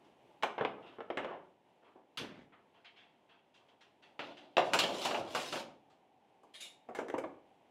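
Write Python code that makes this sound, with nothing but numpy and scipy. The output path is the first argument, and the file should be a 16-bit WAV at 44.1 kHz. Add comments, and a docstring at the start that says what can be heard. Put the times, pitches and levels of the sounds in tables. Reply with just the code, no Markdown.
"""Pans, oven and baking paper in a kitchen

Heard from across the room: paper rustles, a sheet pan knocks and drags on the stove grate, the oven door
unlatches, the pan lands on the oven rack and scrapes in, a second pan is lifted off the grate.
Each contact is a force envelope on noise, filtered by the colour and modes of the body it excites;
free rack wires ring as decaying sines. Decaying noise tails give the reverberation, over a faint appliance hum."""
import sys
import numpy as np
from scipy import signal
from scipy.fft import rfft, irfft, next_fast_len
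from scipy.io import wavfile
from scipy.ndimage import uniform_filter1d, map_coordinates

SR = 44100
rng = np.random.default_rng(int(sys.argv[2]) if len(sys.argv) > 2 else 0)


def pcm_store(signal):
    """Save signal as 16-bit PCM."""
    levels = np.round(np.clip(np.atleast_2d(signal), -1, 1) * 32767)
    wavfile.write(sys.argv[1], SR, levels.astype(np.int16).T)


N = 339570

# pan striking the oven rack: t/s, thud level/dB, hardness (clank over thud)/dB,
# rim tick over clank/dB, chatter t60/s
RACK_BLOWS = [(4.192, -44, 2.5, -27, .17), (4.5682, -27, 0.3, -25, .045), (4.5802, -26.5, -8.5, -16, .11),
              (4.734, -27, -4.5, -3, .14), (4.789, -37, 11, -6.5, .14), (4.8355, -39, 5.5, -17, .12),
              (5.0508, -33, -5, -2, .16), (5.1094, -36, -6, -15, .08), (5.1436, -39, -2.5, -18.5, .14),
              (5.3482, -35, -5.5, -2, .22), (5.5243, -42, 1.5, -9, .15), (5.556, -44, -3.5, -12, .15)]
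# broad colour of scraped steel: f/Hz, relative level/dB
SCRAPED_STEEL = [(30, -29), (363, -3), (444, -9), (570, 1.5), (1720, -18), (3380, -11), (7000, -29.5),
                 (16000, -44)]


def amp(db):
    """Level and amplitude: decibels to linear gain."""
    return 10 ** (np.asarray(db) / 20)


def along(points, hz):
    """Logarithmic frequency scale: interpolate (f, value) points along it."""
    f, value = np.transpose(points)
    return np.interp(np.log(hz + 1), np.log(f + 1), value)


def filtered(x, response):
    """Linear filtering: the spectrum of x times a complex frequency response."""
    size = next_fast_len(N + SR)
    spectrum = rfft(x, size) * response(np.fft.rfftfreq(size, 1 / SR))
    return irfft(spectrum, size)[..., :N]


def causal(gain):
    """Minimum phase: fold the cepstrum of a gain so that its response starts at once."""
    cepstrum = irfft(np.log(gain + 1e-6))
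    half = len(cepstrum) // 2
    cepstrum[1:half] *= 2
    cepstrum[half + 1:] = 0
    return np.exp(rfft(cepstrum))


def wobble(rate):
    """Slow random modulation: a smooth curve through rate random knots a second."""
    knots = rng.standard_normal(int(N * rate / SR) + 4)
    return map_coordinates(knots, [np.arange(N) * rate / SR])


def patchy(depth_db):
    """Shifting excitation: noise whose colour varies in patches, as each contact favours other modes."""
    z = signal.stft(rng.standard_normal(N + 512), nperseg=512)[2]
    field = uniform_filter1d(rng.standard_normal(z.shape), 4, 0)  # smooth in frequency
    field = uniform_filter1d(field, 6, 1)  # smooth in time
    noise = signal.istft(z * amp(depth_db * field / field.std()), nperseg=512)[1][:N]
    return noise / noise.std()


def sounded(force, spectrum, modes=(), ring_db=0., push=0.):
    """Source and filter: force envelopes drive noise, and a push as force rises, through a body."""
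    split_hz, top_hz = 1500, 5000
    thud_hz, snap_hz = 1000, 2200  # edges when a snap register is present
    hz = np.fft.rfftfreq(2 ** 14, 1 / SR)

    def below(edge):
        return 1 / (1 + (hz / edge) ** 6)

    def between(low, high):
        return (1 - below(low)) * below(high)

    top = 1 - below(top_hz)
    if len(force) == 3:  # middle, low, high
        registers = [between(split_hz, top_hz), below(split_hz), top]
    else:  # clank, thud, snap, tick
        registers = [between(snap_hz, top_hz), below(thud_hz), between(thud_hz, snap_hz), top]
    ring = sum(amp(2 * (db + ring_db)) / (1 + (2 * (hz - centre) / width) ** 2) ** 2
               for centre, width, db in modes)
    gains = np.array(registers) * np.sqrt(amp(2 * along(spectrum, hz)) + ring)
    # each register has unit power, so the envelopes alone set its level
    body = [irfft(causal(gain / np.sqrt(np.mean(gain ** 2)))) for gain in gains]
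    chatter = force * patchy(depth_db=2.5)
    sudden_rise = np.clip(np.diff(force, prepend=0), 0, None)
    drive = chatter - push * sudden_rise
    return signal.fftconvolve(drive, body, axes=1)[:, :N].sum(axis=0)


def bursts(starts, levels_db, t60s, rises, low_lasts=1.59, crack=0.):
    """Impulsive contact: quick rise and exponential decay, longer in the low register."""
    force = np.zeros((len(levels_db), N + SR))
    t = np.arange(SR // 2) / SR
    stretch = np.where(np.arange(len(force)) == 1, low_lasts, 1)[:, None]
    t60s, rises = t60s + 0 * starts, rises + 0 * starts  # one value per contact
    for start, db, t60, rise in zip(starts, np.transpose(levels_db), t60s, rises):
        decay = amp(-60 * t / (t60 * stretch))
        initial_crack = 1 + crack * amp(-60 * t / 0.0082)
        shape = (1 - np.exp(-t / rise)) * decay * initial_crack
        peak = shape.max(axis=1, keepdims=True)
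        force[:, round(start * SR):][:, :len(t)] += amp(db)[:, None] * shape / peak
    return force[:, :N]


def drags(strokes, grit_db):
    """Stick-slip friction: sliding force catches on grit, judders slowly and bumps at random."""
    t, force = np.arange(N) / SR, np.zeros((3, N))
    for rows in strokes:
        s, *levels_db = np.transpose(rows)
        fade = np.clip(np.minimum(t - s[0], s[-1] - t) / 0.013, 0, 1)
        force += fade * amp([np.interp(t, s, db) for db in levels_db])
    slips = amp(grit_db * wobble(400) + 2.2 * wobble(35))
    bumps = (rng.random(N) < 60 / SR) * rng.uniform(0, 0.7, N)  # 60 a second on average
    bump_decay = amp(-60 * t[:SR // 10] / 0.05)
    slips = slips * (1 + signal.fftconvolve(bumps, bump_decay)[:N])
    return force * slips / np.sqrt(np.mean(slips ** 2))


def blows(rows, snap):
    """Impact hardness: a harder blow has more clank over its thud; the snap follows its own slope."""
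    s, thud, hardness, tick, t60 = np.transpose(rows)
    snap_over_thud, growth = snap  # dB at hardness 0, dB per dB of hardness
    clank = thud + hardness
    return s, [clank, thud, thud + snap_over_thud + growth * hardness, clank + tick], t60


def fading(start, length, rumble_db, fall, hiss_db, sizzle_db):
    """Exponential loss of force: a stroke as rows of t/s and middle, low, high level/dB."""
    ends = ((0, rumble_db), (length, rumble_db - fall * length))
    return [(start + u, db + hiss_db, db, db + hiss_db + sizzle_db) for u, db in ends]


def hum():
    """Stationary broadband noise: appliances and air, wavering a little."""
    # colour of appliance and air noise: f/Hz, relative level/dB
    hum_colour = [(25, -22.5), (120, -9.5), (230, -6.5), (394, -4.5), (480, -7), (880, -5), (1250, -21.5),
                  (3000, -20), (4600, -33.5), (16000, -44.5)]
    # hum level before its small waver: t/s, level/dB
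    hum_level = [(0.3, -65.5), (1.6, -70), (3.2, -70.5), (3.9, -69), (6.0, -70), (7.7, -68.5)]
    noise = filtered(rng.standard_normal(N), lambda hz: amp(along(hum_colour, hz)))
    level_db = np.interp(np.arange(N) / SR, *np.transpose(hum_level))
    return amp(level_db + 0.89 * wobble(12)) * noise / noise.std()


def paper():
    """Soft friction: brushes of baking paper and cloth; a longer brush swells more slowly."""
    # baking paper brushing: t/s, peak level/dB, crispness (high over middle)/dB, t60/s
    brushes = [(0.0435, -77.5, -2.5, 0.19), (0.815, -68, -32, 0.67), (0.86, -65, -25, 0.27),
               (1.8414, -73, -25, 0.23), (2.7344, -75.5, -20, .5), (2.8444, -56.5, -23, 0.21),
               (2.959, -63, -22, 0.43), (3.287, -68.5, -24, 0.41), (3.539, -69, -7, 0.28),
               (3.683, -71.5, -14, 0.19), (3.806, -63.5, -12, 0.23), (4.0214, -65.5, -12, 0.3),
               (4.367, -59, -12, 0.26), (5.8974, -79, 1, 0.21)]
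    # broad colour of paper: f/Hz, relative level/dB
    paper_colour = [(59, -41), (100, -11), (570, -10.5), (721, -3.5), (3120, 0), (16000, -57.5)]
    # low resonances under each brush, likely the oven's hollow: f/Hz, width/Hz, level/dB
    hollow_modes = [(700, 56, 7.5), (930, 50, 4)]
    # the thin pan under the paper: f/Hz, width/Hz, level/dB
    sheet_modes = [(2700, 120, 3.5), (3300, 300, 0.5)]
    s, db, crisp, t60 = np.transpose(brushes)
    hand_db = -70.5 + 0 * s  # the dull brush of the hand under each
    force = bursts(s, [db, hand_db, db + crisp], t60, rises=0.021 * t60)
    return sounded(force, paper_colour, hollow_modes + sheet_modes)


def grate():
    """Damped impact: the cast grate dulls the pan to a dry clatter; softer blows swell more slowly."""
    # pan on the stove grate: t/s, thud level/dB, hardness (clank over thud)/dB,
    # rim tick over clank/dB, chatter t60/s
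    grate_blows = [(0.425, -46, 10, -25.5, 0.062), (0.4323, -28, -6, -15.5, 0.072),
                   (0.5795, -35, -12, -49, 0.16), (0.6083, -27, -19.5, -42, .067),
                   (0.6489, -29, -6, -43, 0.039), (0.9839, -43, -23.5, -34, 0.063),
                   (1.0045, -42, -10, -49, 0.05), (1.1011, -32, -14.5, -50, 0.057),
                   (1.1715, -31.5, -7.5, -24.5, 0.093), (1.2452, -41, -7, -29, .06),
                   (1.956, -56, -29, -33, 0.21), (6.4322, -56, -33, 12, 0.086), (6.8871, -42, -28, -8, .12),
                   (6.9487, -44, -7, -6, 0.17), (6.987, -35.5, -18.5, -10, 0.097),
                   (7.0065, -41.5, -33, -3, 0.062), (7.083, -44, -12, -6, 0.043),
                   (7.0983, -38, -14, -10.5, .049), (7.139, -31, -24, -15, 0.084),
                   (7.1805, -33.5, -18, -2.5, 0.07), (7.2378, -34.5, -24.5, -26, .07)]
    # steel dragged over the grate: start t/s, length/s, rumble level/dB, fall/(dB per s),
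    # hiss over rumble/dB
    grate_strokes = [(0.733, 0.26, -56.5, 37, -20), (1.18, 0.1716, -43.5, 16, -14),
                     (1.336, 0.14, -48, 150, -18.5), (1.817, .13, -64.5, 24.5, -14)]
    # broad colour of the pan on cast iron: f/Hz, relative level/dB
    iron_colour = [(40, -27.5), (180, -13), (400, 2), (1000, -2.5), (3000, -14.5), (4600, -33.5),
                   (7000, -36), (16000, -52)]
    # the pan's modes on the grate: f/Hz, width/Hz, level/dB
    pan_modes = [(1700, 120, -7), (2135, 200, -10)]
    hardness = np.transpose(grate_blows)[2]
    rises = 0.00025 * amp(-0.44 * hardness)  # s at hardness 0; 0.44 dB longer per dB softer
    force = bursts(*blows(grate_blows, snap=(2.5, 0.72)), rises, low_lasts=1.3, crack=0.6)
    knocks = sounded(force, iron_colour, pan_modes, push=4.5)
    strokes = [fading(*row, sizzle_db=-37) for row in grate_strokes]
    return knocks + sounded(drags(strokes, grit_db=1.5), iron_colour)


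def door():
    """Released tension: the latch lets go, panel and springs rumble as the door starts down, it lands."""
    # the door unlatches, then lands softly: t/s, thud level/dB, hardness (clank over thud)/dB,
    # tick over clank/dB, chatter t60/s
    door_blows = [(2.172, -52, 11.5, -13, 0.22), (2.5184, -68.5, -13, -35, .2)]
    # the swing: start t/s, length/s, rumble level/dB, fall/(dB per s), hiss over rumble/dB
    swing = (2.185, 0.27, -48, 55, -9)
    # broad colour of the latch: f/Hz, relative level/dB
    latch_colour = [(59, -33), (100, -4), (818, -4.5), (1870, -9.5), (3320, -7), (7000, -27.5),
                    (11900, -28.5), (16000, -44)]
    # broad colour of the door's panel and springs: f/Hz, relative level/dB
    door_colour = [(30, -18.5), (227, -4), (512, -10.5), (2980, -27.5), (16000, -73)]
    rises = (0.00033, 0.018)  # s, unlatching and landing
    knocks = sounded(bursts(*blows(door_blows, snap=(5.7, -0.05)), rises), latch_colour)
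    strokes = [fading(*swing, sizzle_db=-21)]
    return knocks + sounded(drags(strokes, grit_db=2.5), door_colour)


def cavity():
    """Cavity resonance: the open oven's hollow colours air noise into one band."""
    # band of the hollow: start t/s, f/Hz, width/Hz, level/dB
    hollow_band = (4, 782, 259.5, -75)
    start, centre_hz, width_hz, db = hollow_band
    noise = rng.standard_normal(N)
    band = filtered(noise, lambda hz: np.exp(-(2 * (hz - centre_hz) / width_hz) ** 2))
    fade_in = np.clip((np.arange(N) / SR - start) * 10, 0, 1)
    return amp(db) * fade_in * band / band.std()


def oven():
    """Modal excitation: rack and pan shake the oven's steel; a louder hiss is also brighter."""
    # the pan is pushed along the rack: t/s, rumble level/dB, hiss level/dB
    push_levels = [(4.6, -45, -59), (4.72, -44.5, -62), (4.9, -40, -52.5), (5.03, -45, -49.5),
                   (5.19, -40.5, -55), (5.24, -46, -67.5), (5.33, -53, -56), (5.45, -48, -48.5),
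                   (5.6, -45.5, -52), (5.68, -55.5, -76.5), (5.76, -80, -86)]
    # the pan settles: start t/s, length/s, rumble level/dB, fall/(dB per s), hiss over rumble/dB
    settling = (4.22, 0.8, -51.5, 62, -7.5)
    # broad colour of struck steel: f/Hz, relative level/dB
    steel_colour = [(30, -38), (204, -11), (630, -4), (896, -4), (1020, -8), (2000, -14.5), (2840, -5.5),
                    (7170, -31.5), (16000, -44)]
    # the rack's modes: f/Hz, width/Hz, level/dB before ring_db is added
    rack_modes = [(660, 60, -1), (1030, 11, 1), (2720, 37, -0.5), (2880, 42, -9.5), (3082, 33, -8.5),
                  (7150, 400, -21.5)]
    force = bursts(*blows(RACK_BLOWS, snap=(0.5, 0.3)), 0.00014, crack=0.24)
    knocks = sounded(force, steel_colour, rack_modes, ring_db=-3.0, push=3.)
    # at this hiss level the high register lies this far over it, and grows 1.3 dB per dB
    at_db, over_db, growth = -52.5, -4, 1.3
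    pushing = [(s, hiss, rumble, at_db + over_db + growth * (hiss - at_db))
               for s, rumble, hiss in push_levels]
    strokes = [fading(*settling, sizzle_db=-18.5), pushing]
    slides = sounded(drags(strokes, grit_db=1.5), SCRAPED_STEEL, rack_modes, ring_db=-10.5)
    return knocks + slides


def wires():
    """Free vibration: rack wires ring from the pan's first light touch until its weight mutes them."""
    # free rack wires: f/Hz, level/dB, t60/s
    wire_modes = [(291, -52.5, 0.98), (355, -58, 0.96), (1446, -54, .5)]
    t = np.arange(N) / SR
    since = np.clip(t - RACK_BLOWS[0][0], 0, None)
    free = np.clip((RACK_BLOWS[1][0] - t) * 100, 0, 1)
    return free * sum(amp(db - 60 * since / t60) * np.sin(2 * np.pi * hz * since)
                      for hz, db, t60 in wire_modes)


def skid():
    """Friction-driven modes: short bright skids excite the pan's rim."""
    # a pan rim skids: t/s, peak level/dB, high over middle/dB
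    skid_table = [(6.5363, -54.5, -8), (6.6025, -51.5, -2.5)]
    # the rim's modes: f/Hz, width/Hz, level/dB before ring_db is added
    rim_modes = [(2250, 390, -2.5), (2858, 35, 8), (3500, 35, 7), (3725, 26, 8.5), (4060, 31, 2.5),
                 (7200, 1300, -12), (9950, 2400, -15)]
    s, db, high = np.transpose(skid_table)
    low_db = db - 16
    force = bursts(s, [db, low_db, db + high], t60s=0.24, rises=0.0136)
    return sounded(force, SCRAPED_STEEL, rim_modes, ring_db=-7.5)


def kitchen(x):
    """Diffuse reverberation: each short instant of sound decays through one of eight random noise tails."""
    # reverberation time of the room: f/Hz, t60/s
    room_decay = [(100, 0.91), (500, 0.44), (2500, 0.36), (7000, .3), (14000, 0.2)]
    knots = np.arange(0, N + 400, 400)
    pick, wet = rng.integers(8, size=len(knots)), np.zeros(N)
    delayed_by = (300, 0)  # samples of silence before the tail
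    for k in range(8):
        hz, t, z = signal.stft(rng.standard_normal(3 * SR // 4), SR, nperseg=256)
        decay = amp(-60 * t / along(room_decay, hz)[:, None])
        tail = signal.istft(z * decay, SR, nperseg=256)[1]
        # neighbouring instants crossfade from tail to tail
        share = np.sqrt(np.interp(np.arange(N), knots, pick == k))
        wet += signal.fftconvolve(np.pad(x * share, delayed_by), tail / np.linalg.norm(tail))[:N]
    return wet


def scene():
    """Superposition: direct sound, reverberation and background noise add."""
    near = paper() + grate() + door() + oven() + wires() + skid()
    return (near + amp(-7.5) * kitchen(near) + hum() + cavity())[None]


def record(dry):
    """Band limiting: the microphone drops deep bass and dulls the top, with nothing above a limit."""
    bass_hz, treble_hz, limit_hz = 64, 13100, 15800

    def microphone(hz):
        bass_cut = (1j * hz / (bass_hz + 1j * hz)) ** 2
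        return bass_cut / np.sqrt(1 + (hz / treble_hz) ** 8)

    return filtered(dry, lambda hz: microphone(hz) * (hz < limit_hz))


dry = scene()
out = record(dry)
pcm_store(out)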